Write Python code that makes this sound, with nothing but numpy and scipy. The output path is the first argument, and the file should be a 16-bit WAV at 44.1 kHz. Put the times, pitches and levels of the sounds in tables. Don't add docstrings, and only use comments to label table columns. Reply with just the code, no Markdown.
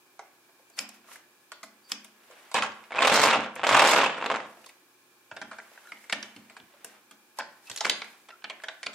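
import sys
import numpy as np
from scipy import signal
from scipy.fft import rfft, irfft
from scipy.io import wavfile
from scipy.ndimage import uniform_filter1d

SR = 44100
rng = np.random.default_rng(int(sys.argv[2]) if len(sys.argv) > 2 else 0)


def file_out(sig):
    cols = np.atleast_2d(sig).T
    lim = np.clip(cols, -1, 1)
    pcm = np.round(lim * 32767).astype(np.int16)
    wavfile.write(sys.argv[1], SR, pcm)


def magnitude_from_level(level_db):
    exponent = np.asarray(level_db, float) / 20
    return 10 ** exponent


N = 394254

LIKENESS_HZ = 2500
RING = 768
BLOCK_START_S, BLOCK_END_S = 5.3, 5.6


def unit(x):
    return x / np.sqrt(np.mean(x ** 2, axis=-1, keepdims=True))


def band(x, lo_hz, hi_hz):
    return signal.sosfilt(signal.butter(2, [lo_hz, min(hi_hz, .45 * SR)], "band", fs=SR, output="sos"), x)


def high_pass(x, hz):
    return signal.sosfilt(signal.butter(2, hz, "high", fs=SR, output="sos"), x)


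def impulses(s, db):
    out = np.zeros(N)
    out[(np.asarray(s) * SR).astype(int)] = magnitude_from_level(db)
    return out


def curve(tables, column):
    t = np.arange(N) / SR
    rows = (np.transpose(table) for table in tables)
    return sum(magnitude_from_level(np.interp(t, r[0], r[column], left=-200, right=-200)) for r in rows)


def flicker(rate, db):
    k = int(SR / rate)
    steps = np.repeat(rng.standard_normal(N // k + 1), k)
    return magnitude_from_level(db * 0.97 * uniform_filter1d(steps, k)[:N])


def stereo_noise(hz, size=N):
    mid, side = rng.standard_normal((2, size))
    return mid + np.clip(hz / LIKENESS_HZ, .15, 1) * side * np.array([[1], [-1]])


# f/Hz, level/dB per Hz
HUSH_SPECTRUM = [(24, -92), (40, -66.5), (106, -32), (266, -16.5), (345, -14), (449, -19), (606, -21),
                 (653, -21), (1680, -20), (1960, -28.5), (2640, -24.5), (2840, -26.5), (9180, -30),
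                 (13000, -30), (15500, -30.5)]
# f/Hz, width/Hz, level/dB
FAN_BANDS = [(840, 41, 6), (1070, 20, 8), (1690, 67, 6), (2370, 140, 11)]
# f/Hz, level/dB
FAN_LINES = [
    (358, -76),
    (119, -89.5),
]


def hush():
    hz = np.fft.rfftfreq(N, 1 / SR) + 1
    corner_hz, corner_db = np.transpose(HUSH_SPECTRUM)
    shape = magnitude_from_level(np.interp(np.log(hz), np.log(corner_hz), corner_db))
    shape = shape * magnitude_from_level(sum(db / (1 + (2 * (hz - f) / width) ** 2) for f, width, db in FAN_BANDS))
    mid, side = rfft(rng.standard_normal((2, N)))
    air = irfft(shape * (mid + np.clip(hz / LIKENESS_HZ, .3, 1) * side * np.array([[1], [-1]])), N)
    air = air / np.sqrt(np.mean(air.mean(axis=0) ** 2)) * magnitude_from_level(-63.5)
    t = np.arange(N) / SR
    return air + sum(np.sqrt(2) * magnitude_from_level(db) * flicker(24, 0.83) * np.sin(2 * np.pi * f * t) for f, db in FAN_LINES)


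# t/s, level/dB
NUDGES = [(1.1, -73), (2.621, -45.5), (2.76, -70.5), (4.2, -52), (4.5, -76), (4.8, -83), (5.32, -53.5),
          (6.36, -59.5), (6.599, -60), (7.7, -54), (8.2, -74)]


def shake():
    s, db = np.transpose(THUDS[3:] + NUDGES)
    blows = impulses(s, db + 4.5)
    t60_s = .4
    after = signal.lfilter([1], [1, -magnitude_from_level(-60 / t60_s / SR)], blows)
    gain = magnitude_from_level(-84) + after + magnitude_from_level(-38) * curve([PUSH, PULL], 1)
    return unit(band(stereo_noise(750), 93, 380)) * gain * flicker(22, 3.7) * magnitude_from_level(-8.0)


def ring(hz, db, t60_ms):
    t = np.arange(RING, dtype=np.float32) / SR
    pole = (2j * np.pi * hz - 1000 * np.log(1000) / t60_ms).astype(np.complex64)
    rise = np.clip(hz[..., None] * t / .9, 0, 1).astype(np.float32) ** 2
    y = np.sum(magnitude_from_level(db)[..., None] * rise * np.exp(pole[..., None] * t).imag, axis=1)
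    return y / np.abs(y).max(axis=1, keepdims=True)


def shell(modes, events, kinds=48):
    hz, db, t60_ms = np.tile(np.transpose(modes), 2)
    chance = rng.standard_normal((kinds, 2, len(hz)))
    part_hz = hz * (1 + .09 * chance[:, 0])
    part_t60_ms = np.minimum(t60_ms, 14000 / hz) + 0 * chance[:, 0]
    parts = ring(part_hz, db + 1.5 * chance[:, 1], part_t60_ms)
    return parts[np.arange(events) % kinds]


def apart(x, y):
    return x - y * (np.sum(x * y, axis=1) / np.sum(y ** 2, axis=1))[:, None]


# f/Hz, level/dB, T60/ms
HOLLOW = [(466, -29.5, 16), (606, -26.5, 4.5), (770, -1.5, 23), (1044, 6, 14.5), (1140, 12.5, 15)]
# f/Hz, level/dB, T60/ms
WALLS = [(1255, 4, 3.83), (1670, 3, 8.6), (2230, 1.5, 13.3), (2570, 5.5, 17.8), (3178, 4, 17),
         (3780, -4.5, 7.2)]
# f/Hz, level/dB, T60/ms
SNAP = [(4207, 13.5, 1.6), (4625, -0.5, 5), (5600, 2, 4.7), (7550, 0.5, 4.6), (7010, 5.5, 1.69),
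        (9700, -9.5, 4.4), (9570, 1, 2.47), (12100, -15.5, 2.7), (14800, -11.5, 2.5)]


def knocks(s, peak_db, hz, hollow_db, snap_db, chatter_ms, walls_db, loose, cycles=11):
    count = len(s)
    hollow_gain, snap_gain = magnitude_from_level(hollow_db)[:, None], magnitude_from_level(snap_db)[:, None]
    walls, snap = shell(WALLS, count), shell(SNAP, count)
    body = ring(hz[:, None], np.zeros((count, 1)), 1000 * min(cycles, 17) / hz[:, None])
    body = body + magnitude_from_level(walls_db) * walls
    body = body + hollow_gain * shell(HOLLOW, count) + snap_gain * snap
    uneven = magnitude_from_level(walls_db - 7.5) * apart(shell(WALLS, count), walls)
    uneven = uneven + snap_gain * magnitude_from_level(-2.0) * apart(shell(SNAP, count), snap)
    ms = 1000 * np.arange(RING) / SR
    contacts = np.clip(rng.standard_normal((count, RING)) ** 3 * loose, -1, 1)
    contacts[:, 0] = 0.55
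    contacts = contacts * np.exp(-(ms / np.clip(chatter_ms, .2, 9)[:, None]) ** 1.3)
    mid, side = signal.fftconvolve(contacts[None], np.array([body, uneven]), axes=2)
    gain = magnitude_from_level(peak_db) / np.abs(mid).max(axis=1)
    out = np.zeros((2, N + 2 * RING))
    for i, g, m, d in zip((s * SR).astype(int), gain, mid, side):
        out[:, i:i + len(m)] += g * np.array([m + d, m - d])
    return out[:, :N]


def cracks(s, db):
    edges = impulses(s, db + 3.5)
    ms = 1000 * np.arange(-64, 65) / SR
    rebound = magnitude_from_level(-12) * np.exp(-((ms - .45) / 0.18) ** 2)
    crack = np.exp(-(ms / .082) ** 2 / 2)
    return signal.fftconvolve(edges, rebound - crack, "same")


# t/s, peak level/dB, loudest mode f/Hz, bright snap level/dB
KNOCKS = [(0.491, -50, 860, -20), (0.7, -52, 570, -30), (1.043, -48, 1690, -28), (1.63, -31, 1307, -7),
          (2.046, -40, 3200, -18), (2.31, -42.5, 1380, -7), (2.514, -31.5, 1014, -9),
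          (2.634, -23, 860, -10), (5.313, -29, 1440, -23), (5.365, -29, 1670, -20),
          (5.415, -23.5, 1573, -21.5), (5.513, -29.5, 1400, -21), (5.53, -36.5, 1400, -19),
          (5.583, -29, 1540, -21.5), (6.498, -39, 2420, -14), (6.566, -33.5, 1480, -11.5),
          (6.737, -47.5, 585, -23), (6.844, -38.5, 1610, -36), (7.11, -40.5, 3270, -11.5),
          (7.392, -24.5, 1540, -21), (8.286, -35.5, 1317, -16), (8.499, -24.5, 2500, -17),
          (8.636, -27, 1670, -19), (8.683, -22.5, 1770, -21)]
TAPS = [(0.192, -28, 910, -17), (0.592, -49.5, 566, -20), (0.89, -38.5, 840, -5), (1.085, -45, 1210, -26),
        (1.157, -38.5, 2050, -26), (1.518, -28, 1470, -12), (2.542, -12, 875, -12.5),
        (2.63, -18, 1110, -18), (2.718, -41, 960, -3), (2.838, -40.5, 2220, -12), (4.57, -43.5, 560, -31),
        (4.641, -43.5, 2540, -13), (4.661, -38.5, 1020, -4.5), (4.692, -38.5, 2370, -14),
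        (5.713, -45, 684, -25), (5.775, -38, 1780, -31), (5.919, -27.5, 2260, -21), (5.971, -42, 2230, -29),
        (6.04, -41.5, 2110, -15), (6.097, -22.5, 2180, -13.5), (6.124, -20, 1910, -10),
        (6.362, -36.5, 3000, -11.5), (7.671, -42, 2560, 2), (7.807, -17.5, 850, -8.5),
        (7.863, -22.5, 815, -8), (8.044, -34, 2100, -14), (8.304, -39, 1970, -26),
        (8.619, -43.5, 2810, -12), (8.83, -23.5, 2100, -16), (8.932, -39, 2570, -3)]
SNAPS = [(2.551, -16.5, 1434, -26), (2.622, -12.5, 1290, -16), (5.87, -39.5, 1600, -16),
         (6.1266, -17.5, 3050, -3.5), (6.227, -26, 4900, -4.5), (7.698, -24.5, 1670, -0.5),
         (7.714, -28, 3230, 4), (7.761, -23, 2880, 22), (7.774, -23.5, 4760, 3), (7.783, -29, 3190, 13),
         (7.848, -16.5, 690, -11), (7.852, -15, 817, -7), (7.896, -11.5, 2080, -0.5),
         (8.018, -24.5, 2360, -17), (8.421, -46, 1500, -25), (8.442, -24.5, 1990, -15),
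         (8.447, -26, 1670, -45), (8.866, -19, 2500, -21)]
CAPS = [
    (1.918, -20.5, 3390, -16),
    (1.918, -20, 5600, -33),
]
RIMS = [(0.7895, -19.5, 7600, -45), (8.4415, -33, 4300, -36), (8.4975, -29.5, 4150, -33),
        (8.6845, -27, 3200, -40), (8.8305, -43, 5200, -30), (8.862, -27.5, 2200, -11),
        (8.8655, -20, 4400, -20), (8.866, -36, 7300, -25), (7.808, -20, 5100, -30),
        (6.846, -37.5, 520, -40), (2.3, -40.5, 500, -38), (2.544, -21, 520, -43.5), (7.897, -22, 7500, -30),
        (6.6, -41, 3100, -30), (5.6, -36, 2000, -32), (7.897, -13.5, 2960, -31), (6.1255, -17, 2940, -30)]
# hollow level/dB, chatter/ms, walls level/dB
KINDS = [
    (8.5, 9.5, 1.5),
    (4.5, 8, -3),
    (-37, 5.25, 5.5),
    (-42, 3.9, -9.5),
]
# t/s, peak level/dB
HUB_CRACKS = [
    (7.8547, -9.5),
]


def clicks():
    late_s, softer_db = 0.0059, -9
    bounces = np.array(KNOCKS) + np.outer(1 + rng.random(len(KNOCKS)), [late_s, softer_db, 0, 0])
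    s, db, hz, snap_db = np.concatenate([KNOCKS, bounces, TAPS, SNAPS, CAPS, RIMS]).T
    counts = [2 * len(KNOCKS), len(TAPS), len(SNAPS), len(CAPS + RIMS)]
    hollow_db, chatter_ms, walls_db = np.repeat(KINDS, counts, axis=0).T
    walls_db = walls_db - 7 * (s > BLOCK_START_S) * (s < BLOCK_END_S)
    hits = knocks(s, db, hz, hollow_db - 13.0, snap_db + 14.0, chatter_ms, walls_db[:, None],
                  loose=0.15, cycles=13.0)
    return high_pass(hits, 480) + cracks(*np.transpose(HUB_CRACKS))


# f/Hz, T60/s, level/dB
ROOM = [(127, 0.88, -8.5), (264, 0.44, -6.5), (450, 0.33, -12.5),
        (1000, .58, -18), (2000, .44, -19), (4000, .3, -21), (8000, .18, -26), (13000, .11, -32)]


def echoes():
    t = np.arange(int(.9 * SR)) / SR
    tail = 0
    for hz, t60, db in ROOM:
        noise = band(stereo_noise(hz, size=len(t)), hz / 1.61, hz * 1.915)
        tail = tail + magnitude_from_level(db) * noise * magnitude_from_level(-60 * t / t60)
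    return tail * np.clip((t - .002) / .009, 0, 1)


def room(x):
    forward = magnitude_from_level(-24.5) * (x[0] + x[1]) / 2
    sideways = magnitude_from_level(-14.5) * (x[0] - x[1]) / 2
    return sum(signal.fftconvolve(y[None], echoes(), axes=1)[:, :N] for y in (forward, sideways))


# f/Hz, level/dB, T60/ms
BOX = [
    (640, -6.5, 75),
    (725, -9, 60),
]
# f/Hz, level/dB, T60/ms
BLOCK = [(1400, -13.5, 150), (1650, -18, 100), (2340, -10, 49)]


def boxes():
    t = np.arange(SR // 8) / SR
    s, db = np.transpose(KNOCKS)[:2]
    blocky = (s > BLOCK_START_S) & (s < BLOCK_END_S)
    blows = np.array([impulses(s, db), impulses(s[blocky], db[blocky])])
    bonk = [sum(magnitude_from_level(level - 60000 * t / t60_ms) * np.sin(2 * np.pi * hz * t) for hz, level, t60_ms in modes)
            for modes in (BOX, BLOCK)]
    swell = 1 - np.exp(-t / np.array([[0.015], [.004]]))
    return signal.fftconvolve(blows, bonk * swell, axes=1).sum(axis=0)[:N]


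# t/s, peak level/dB, length/ms
TICKS = [(0.6994, -49, 3.8), (0.7904, -34, 3), (0.89, -36.5, 2.5), (1.9188, -27, 3), (1.632, -44, 13),
         (3.555, -39, 5.3), (1.158, -45, 5.5), (2.045, -39, 4.7), (4.661, -46, 5.5), (4.689, -49, 5.4),
         (6.8454, -29, 3.8), (6.8686, -57, 3.9), (7.111, -45, 3.9), (7.387, -37.5, 7.3), (7.898, -44, 13),
         (8.636, -43, 3.4)]


def ticks():
    out, size = np.zeros((2, N)), RING * 2
    for s, db, ms in TICKS:
        burst = band(rng.standard_normal((2, size)), 5700, 12000) * np.exp(-1000 * np.arange(size) / SR / ms)
        out[:, int(s * SR):int(s * SR) + size] += magnitude_from_level(db + 2.5) * burst
    return out


# t/s, length/s, f/Hz, level/dB
SQUEAKS = [(0.725, 0.067, 4550, -66), (1.83, 0.085, 4680, -63), (5.845, 0.08, 1420, -55),
           (5.878, 0.04, 3900, -65), (7.667, 0.028, 2580, -52), (1.069, 0.079, 1310, -62),
           (2.982, 0.015, 2504, -24), (8.301, .08, 1365, -55.5), (2.923, .011, 2200, -37),
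           (4.055, .015, 2600, -27)]


def squeaks():
    t = np.arange(N) / SR
    out = np.zeros(N)
    for s, length, hz, db in SQUEAKS:
        on = (t > s) & (t < s + length)
        rasp = band(rng.standard_normal(N // 20), .97 * hz, 1.03 * hz)[:on.sum()]
        out[on] += magnitude_from_level(db) * unit(rasp) * np.sin(np.pi * ((t[on] - s) / length) ** 0.67)
    return out


# loudest t/s, swell/s, fade/s, rub level/dB, brightness/dB
SLIDES = [(0.784, 0.02, 0.072, -37.5, 7), (.95, 0.026, 0.047, -52.5, 4.5), (1.122, 0.071, 0.08, -44.5, 5),
          (1.912, 0.03, 0.037, -40.5, 7), (2.36, 0.24, 1, -49, -2), (4.62, 0.47, 0.17, -55, 5),
          (5.9, 0.7, 0.98, -52, 3.5), (6.65, 0.22, 0.71, -63.5, -24), (6.958, 0.23, 0.024, -53.5, -2),
          (7.382, 0.02, 0.015, -46, 7), (7.5, 0.03, 0.19, -58, 2.5), (7.73, 0.12, 0.56, -47, 6),
          (8.1, .05, 0.28, -73, 4), (8.68, 0.22, 0.22, -58, 1), (8.88, 0.13, .15, -63, 10)]


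def rubbing():
    dull = unit(band(stereo_noise(1300) * flicker(90, 3.5), 650, 2700))
    bright = unit(band(stereo_noise(4000) * flicker(160, 2.6), 3200, 13000))
    t = np.arange(0, N / SR + .001, .001)
    edge_db = -20
    gains = 0
    for s, swell, fade, db, bright_db in SLIDES:
        away = (t - s) / np.where(t < s, max(swell, .003), max(fade, .003))
        envelope = magnitude_from_level(db + edge_db * np.minimum(away ** 2, 9))
        gains = gains + envelope * magnitude_from_level([[-9.0], [bright_db - 14.0]])
    return sum(x * np.interp(np.arange(N) / SR, t, gain) for x, gain in zip((dull, bright), gains))


# t/s, peak level/dB
SEATS = [
    (0.7895, -11.5),
    (0.793, -22),
    (1.9187, -14.5),
    (1.9241, -26),
]
# f/Hz, level/dB, T60/ms
CAP_MODES = [(915, -18, 9), (1400, -9, 10), (2490, -10.5, 27), (3050, -6, 16), (4710, -9, 16),
             (5030, 0, 15), (5320, -2, 9.3), (7500, 3, 5)]


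def caps():
    hz, db, t60_ms = np.transpose(CAP_MODES)
    lean_db = 4.5 * np.outer([1, -1], (-1) ** np.arange(len(hz)))
    blows = impulses(*np.transpose(SEATS))[None]
    modes = ring(hz + 0 * lean_db, db + lean_db, t60_ms + 0 * lean_db)
    return signal.fftconvolve(blows, modes, axes=1)[:, :N]


# t/s, peak level/dB
THUDS = [(0.802, -55.5), (1.63, -63.5), (1.918, -55), (2.545, -46), (3.115, -40.5), (3.252, -42.5),
         (3.354, -42.5), (3.714, -44.5), (3.933, -43.5), (4.299, -52), (5.416, -55.5), (5.921, -66.5),
         (6.127, -50.5), (6.363, -57), (6.844, -66.5), (7.111, -68.5), (7.387, -66), (7.849, -52),
         (8.44, -64), (8.862, -60)]
# f/Hz, level/dB, T60/s
TABLE_MODES = [(208.8, 3.5, 0.71), (237.6, 2, 0.71), (285.8, 5, 0.36), (127, -22.5, .3)]


def table():
    blows = impulses(*np.transpose(THUDS))
    t = np.arange(SR) / SR
    boom = sum(magnitude_from_level(db) * np.sin(2 * np.pi * hz * t) * magnitude_from_level(-60 * t / t60) for hz, db, t60 in TABLE_MODES)
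    return signal.fftconvolve(blows, boom * (1 - np.exp(-t / 0.002)))[:N]


# t/s, weight on the teeth level/dB
PUSH = [(2.92, -26), (2.988, -10.5), (3.048, -7.5), (3.119, -8), (3.272, -5.5), (3.357, -9.5), (3.4, -27.5),
        (3.46, -15)]
# t/s, weight on the teeth level/dB
PULL = [(3.562, -22), (3.636, -13), (3.667, -11), (3.712, -6), (3.845, -5.5), (3.95, -6), (4.06, -10.5),
        (4.095, -42.5)]
TEETH_ROLLED = [
    [0, 2, 4, 7, 15, 18, 19, 21],
    [0, 2, 3, 5, 10, 15, 19, 20],
]


def landings():
    rows = []
    for move, rolled in zip((PUSH, PULL), TEETH_ROLLED):
        s, db = (np.interp(np.arange(rolled[-1] + 1), rolled, col) for col in np.transpose(move))
        rows.append(np.transpose([s, db, np.gradient(s)]))
    return rows


# t/s, length/s, first level/dB, last level/dB, bright snap level/dB
JOLTS = [
    (2.548, .12, -26.5, -40, 4),
    (4.1, .36, -42, -55, 0.5),
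    (7.8, .08, -54, -35.5, 8),
]


def motion():
    tables = []
    for s, db, period in map(np.transpose, landings()):
        tooth_hz = 1 / period
        rattle_db = -10.5 + 1.543 * db - 0.16 * (tooth_hz - 50.7)
        tables.append(np.transpose([s, rattle_db, -17.5 + 0.6 * tooth_hz]))
    for s, length, first_db, last_db, snap_db in JOLTS:
        tables.append(np.array([(s, first_db, snap_db), (s + length, last_db, snap_db)]))
    return sorted(tables, key=lambda rows: rows[0, 0])


def rattle(count=400):
    rows = np.concatenate(motion())
    moving = np.flatnonzero(curve(motion(), 1) > 1e-6)
    moment, strength, pitch = rng.random((count, 3)).T
    s = moving[(moment * len(moving)).astype(int)] / SR
    turned = np.interp(s, rows[:, 0], np.arange(len(rows))) % 1
    rolling = (s > PUSH[0][0]) * (s < PULL[-1][0])
    db = np.interp(s, rows[:, 0], rows[:, 1]) + 6.94 + 5.8 * strength ** 3
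    db = db - 15 * turned * rolling
    snap_db = np.interp(s, rows[:, 0], rows[:, 2])
    hits = knocks(s, db, 700 * 3.8 ** pitch, 0 * s + 6.9, snap_db, 0 * s + 8.4,
                  walls_db=11.0, loose=0.035, cycles=4.7)
    return high_pass(hits, 430)


# t/s, peak level/dB
PUSH_STRIKES = [(2.9072, -31.1), (2.9133, -38.5), (2.9205, -22.7), (2.9285, -29.2), (2.9411, -26.6),
                (2.9489, -19.8), (2.9571, -20.3), (2.9662, -21.8), (2.9725, -17.0), (2.9776, -20.5),
                (2.9849, -15.0), (2.9897, -12.2), (3.007, -12.4), (3.0219, -8.7), (3.036, -8.5),
                (3.0484, -7.8), (3.073, -9.2), (3.0778, -7.5), (3.0978, -10.3), (3.1185, -7.8),
                (3.124, -7.5), (3.133, -9.3), (3.1395, -13.3), (3.1461, -10.1), (3.1509, -10.8),
                (3.1555, -7.5), (3.1672, -11.5), (3.176, -6.2), (3.1887, -11.2), (3.1956, -5.3),
                (3.2023, -11.5), (3.209, -11.9), (3.2156, -11.5), (3.2321, -8.8), (3.2388, -9.7),
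                (3.2523, -6.3), (3.2597, -7.2), (3.2722, -6.8), (3.2816, -9.1), (3.2991, -11.6),
                (3.3038, -10.8), (3.3114, -11.9), (3.328, -11.0), (3.3344, -12.8), (3.348, -13.8),
                (3.3577, -9.9), (3.3623, -16.3), (3.3703, -17.5), (3.3901, -21.9), (3.4006, -18.7),
                (3.4061, -19.6), (3.4175, -23.1), (3.4245, -25.3), (3.4304, -21.4), (3.4374, -27.5),
                (3.4624, -22.3)]
# t/s, peak level/dB
PULL_STRIKES = [(3.5577, -36.2), (3.563, -23.8), (3.569, -32.9), (3.5865, -31.4), (3.5953, -21.4),
                (3.6013, -27.3), (3.616, -26.2), (3.6336, -13.5), (3.6389, -11.4), (3.6447, -19.8),
                (3.668, -7.2), (3.6734, -17.8), (3.6839, -17.0), (3.691, -7.1), (3.7115, -7.1),
                (3.7164, -11.3), (3.7218, -12.5), (3.7309, -13.0), (3.7374, -10.4), (3.742, -9.8),
                (3.7493, -7.5), (3.7631, -11.7), (3.7692, -7.7), (3.7749, -10.0), (3.7799, -12.1),
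                (3.7885, -6.5), (3.8003, -11.3), (3.8078, -9.9), (3.8212, -9.6), (3.8272, -6.9),
                (3.8422, -7.2), (3.8495, -7.1), (3.8558, -9.2), (3.8629, -9.7), (3.8684, -8.9),
                (3.8748, -9.6), (3.8869, -6.8), (3.8917, -11.4), (3.9085, -10.7), (3.9165, -12.8),
                (3.9304, -8.8), (3.9353, -8.8), (3.948, -8.6), (3.9598, -11.4), (3.9771, -5.5),
                (3.9859, -10.8), (3.9908, -12.8), (4.0033, -8.0), (4.014, -10.9), (4.0331, -7.0),
                (4.0408, -8.7), (4.0461, -14.5), (4.0618, -15.9), (4.0767, -20.1), (4.0965, -17.4),
                (4.1012, -22.7)]
# t/s, peak level/dB
ROCKING = [(4.141, -34), (4.1685, -26), (4.2612, -14.5), (4.1822, -21.5), (4.204, -26), (4.2133, -21),
           (4.2253, -16), (4.2425, -16.5), (4.2528, -21), (4.2656, -16.5), (4.301, -11.5), (4.3075, -17.5),
           (4.315, -13), (4.3224, -16.5), (4.342, -15.5), (4.35, -15), (4.359, -17), (4.3681, -19),
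           (4.3935, -35), (4.403, -23)]


def teeth():
    s, db = np.concatenate([PUSH_STRIKES, PULL_STRIKES, ROCKING]).T
    rows = np.concatenate(motion())
    hz = 750 * 1.7 ** rng.random(len(s))
    snap_db = np.interp(s, rows[:, 0], rows[:, 2]) - 1.5
    ring_db = np.where(s > PULL[-1][0] + .02, -6.5, -8.5)
    ringing = knocks(s - .0003, db + ring_db, hz, 0 * s + 3.5, snap_db, 0 * s + 5.5, walls_db=5.0, loose=0.1)
    return cracks(s, db) + ringing


# t/s, peak level/dB, loudest mode f/Hz, bright snap level/dB
TOUCHES = [(7.3872, -22, 880, 2.5), (7.4025, -29, 2500, -4), (7.408, -25, 1650, -30),
           (7.421, -33, 1600, -30), (7.897, -26, 15100, -32), (8.6, -40, 1760, -9),
           (7.8475, -19, 3350, -10), (7.866, -19.5, 980, -20), (8.018, -28, 3800, -15),
           (6.128, -15.5, 3060, -30), (6.131, -18.5, 1850, -30), (2.9075, -29.5, 800, -23.5)]


def touches():
    s, db, hz, snap_db = np.transpose(TOUCHES)
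    return knocks(s, db, hz, 0 * s - 20, snap_db, 0 * s + 3.2, walls_db=-7.0, loose=.1, cycles=12.0)


# f/Hz, width/Hz, level/dB
TOP_PEAKS = [
    (11990, 800, 4),
    (14700, 780, 15.5),
]


def running_gear():
    wheels = teeth() + rattle() + touches()
    wheels = wheels + sum(magnitude_from_level(db) * band(wheels, hz - width / 2, hz + width / 2) for hz, width, db in TOP_PEAKS)
    return wheels - .45 * band(wheels, 330, 480)


def scene():
    toy = clicks() + running_gear() + squeaks() + boxes() + caps()
    toy = band(toy, 410, 11000) + rubbing() + ticks()
    near = toy + table() + room(toy)
    left_db = -0.2
    return near * magnitude_from_level(np.array([[left_db], [-left_db]]) / 2) + hush() + shake()


def treble_gate(x):
    turn = np.array([[1, 1], [1, -1.05]])
    hz, _, z = signal.stft(turn @ x / 2, SR, nperseg=2048, noverlap=1536)
    power = np.abs(z) ** 2
    luck = rng.standard_normal((2, len(hz) // 6 + 1, z.shape[2] // 4 + 1))
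    luck = np.kron(luck, np.ones((1, 6, 4)))
    limit_db = -47 - 7 * np.clip(10000 - hz, 0, None)[:, None] / 1000
    limit_db = limit_db + 4.5 * luck[:, :len(hz), :z.shape[2]]
    keep = power > magnitude_from_level(2 * limit_db) * power[0].sum(axis=0)
    return turn @ signal.istft(z * keep, SR, nperseg=2048, noverlap=1536)[1][:, :N]


def roll_off(x):
    return signal.sosfilt(signal.butter(12, 15800, fs=SR, output="sos"), x)


def record(dry):
    x = high_pass(dry, 70)
    x = .8 * np.tanh(x / .8)
    x = signal.sosfilt(signal.ellip(8, .2, 70, 15700, fs=SR, output="sos"), x)
    mix = treble_gate(x)
    return roll_off(mix)


dry = scene()
out = record(dry)
file_out(out)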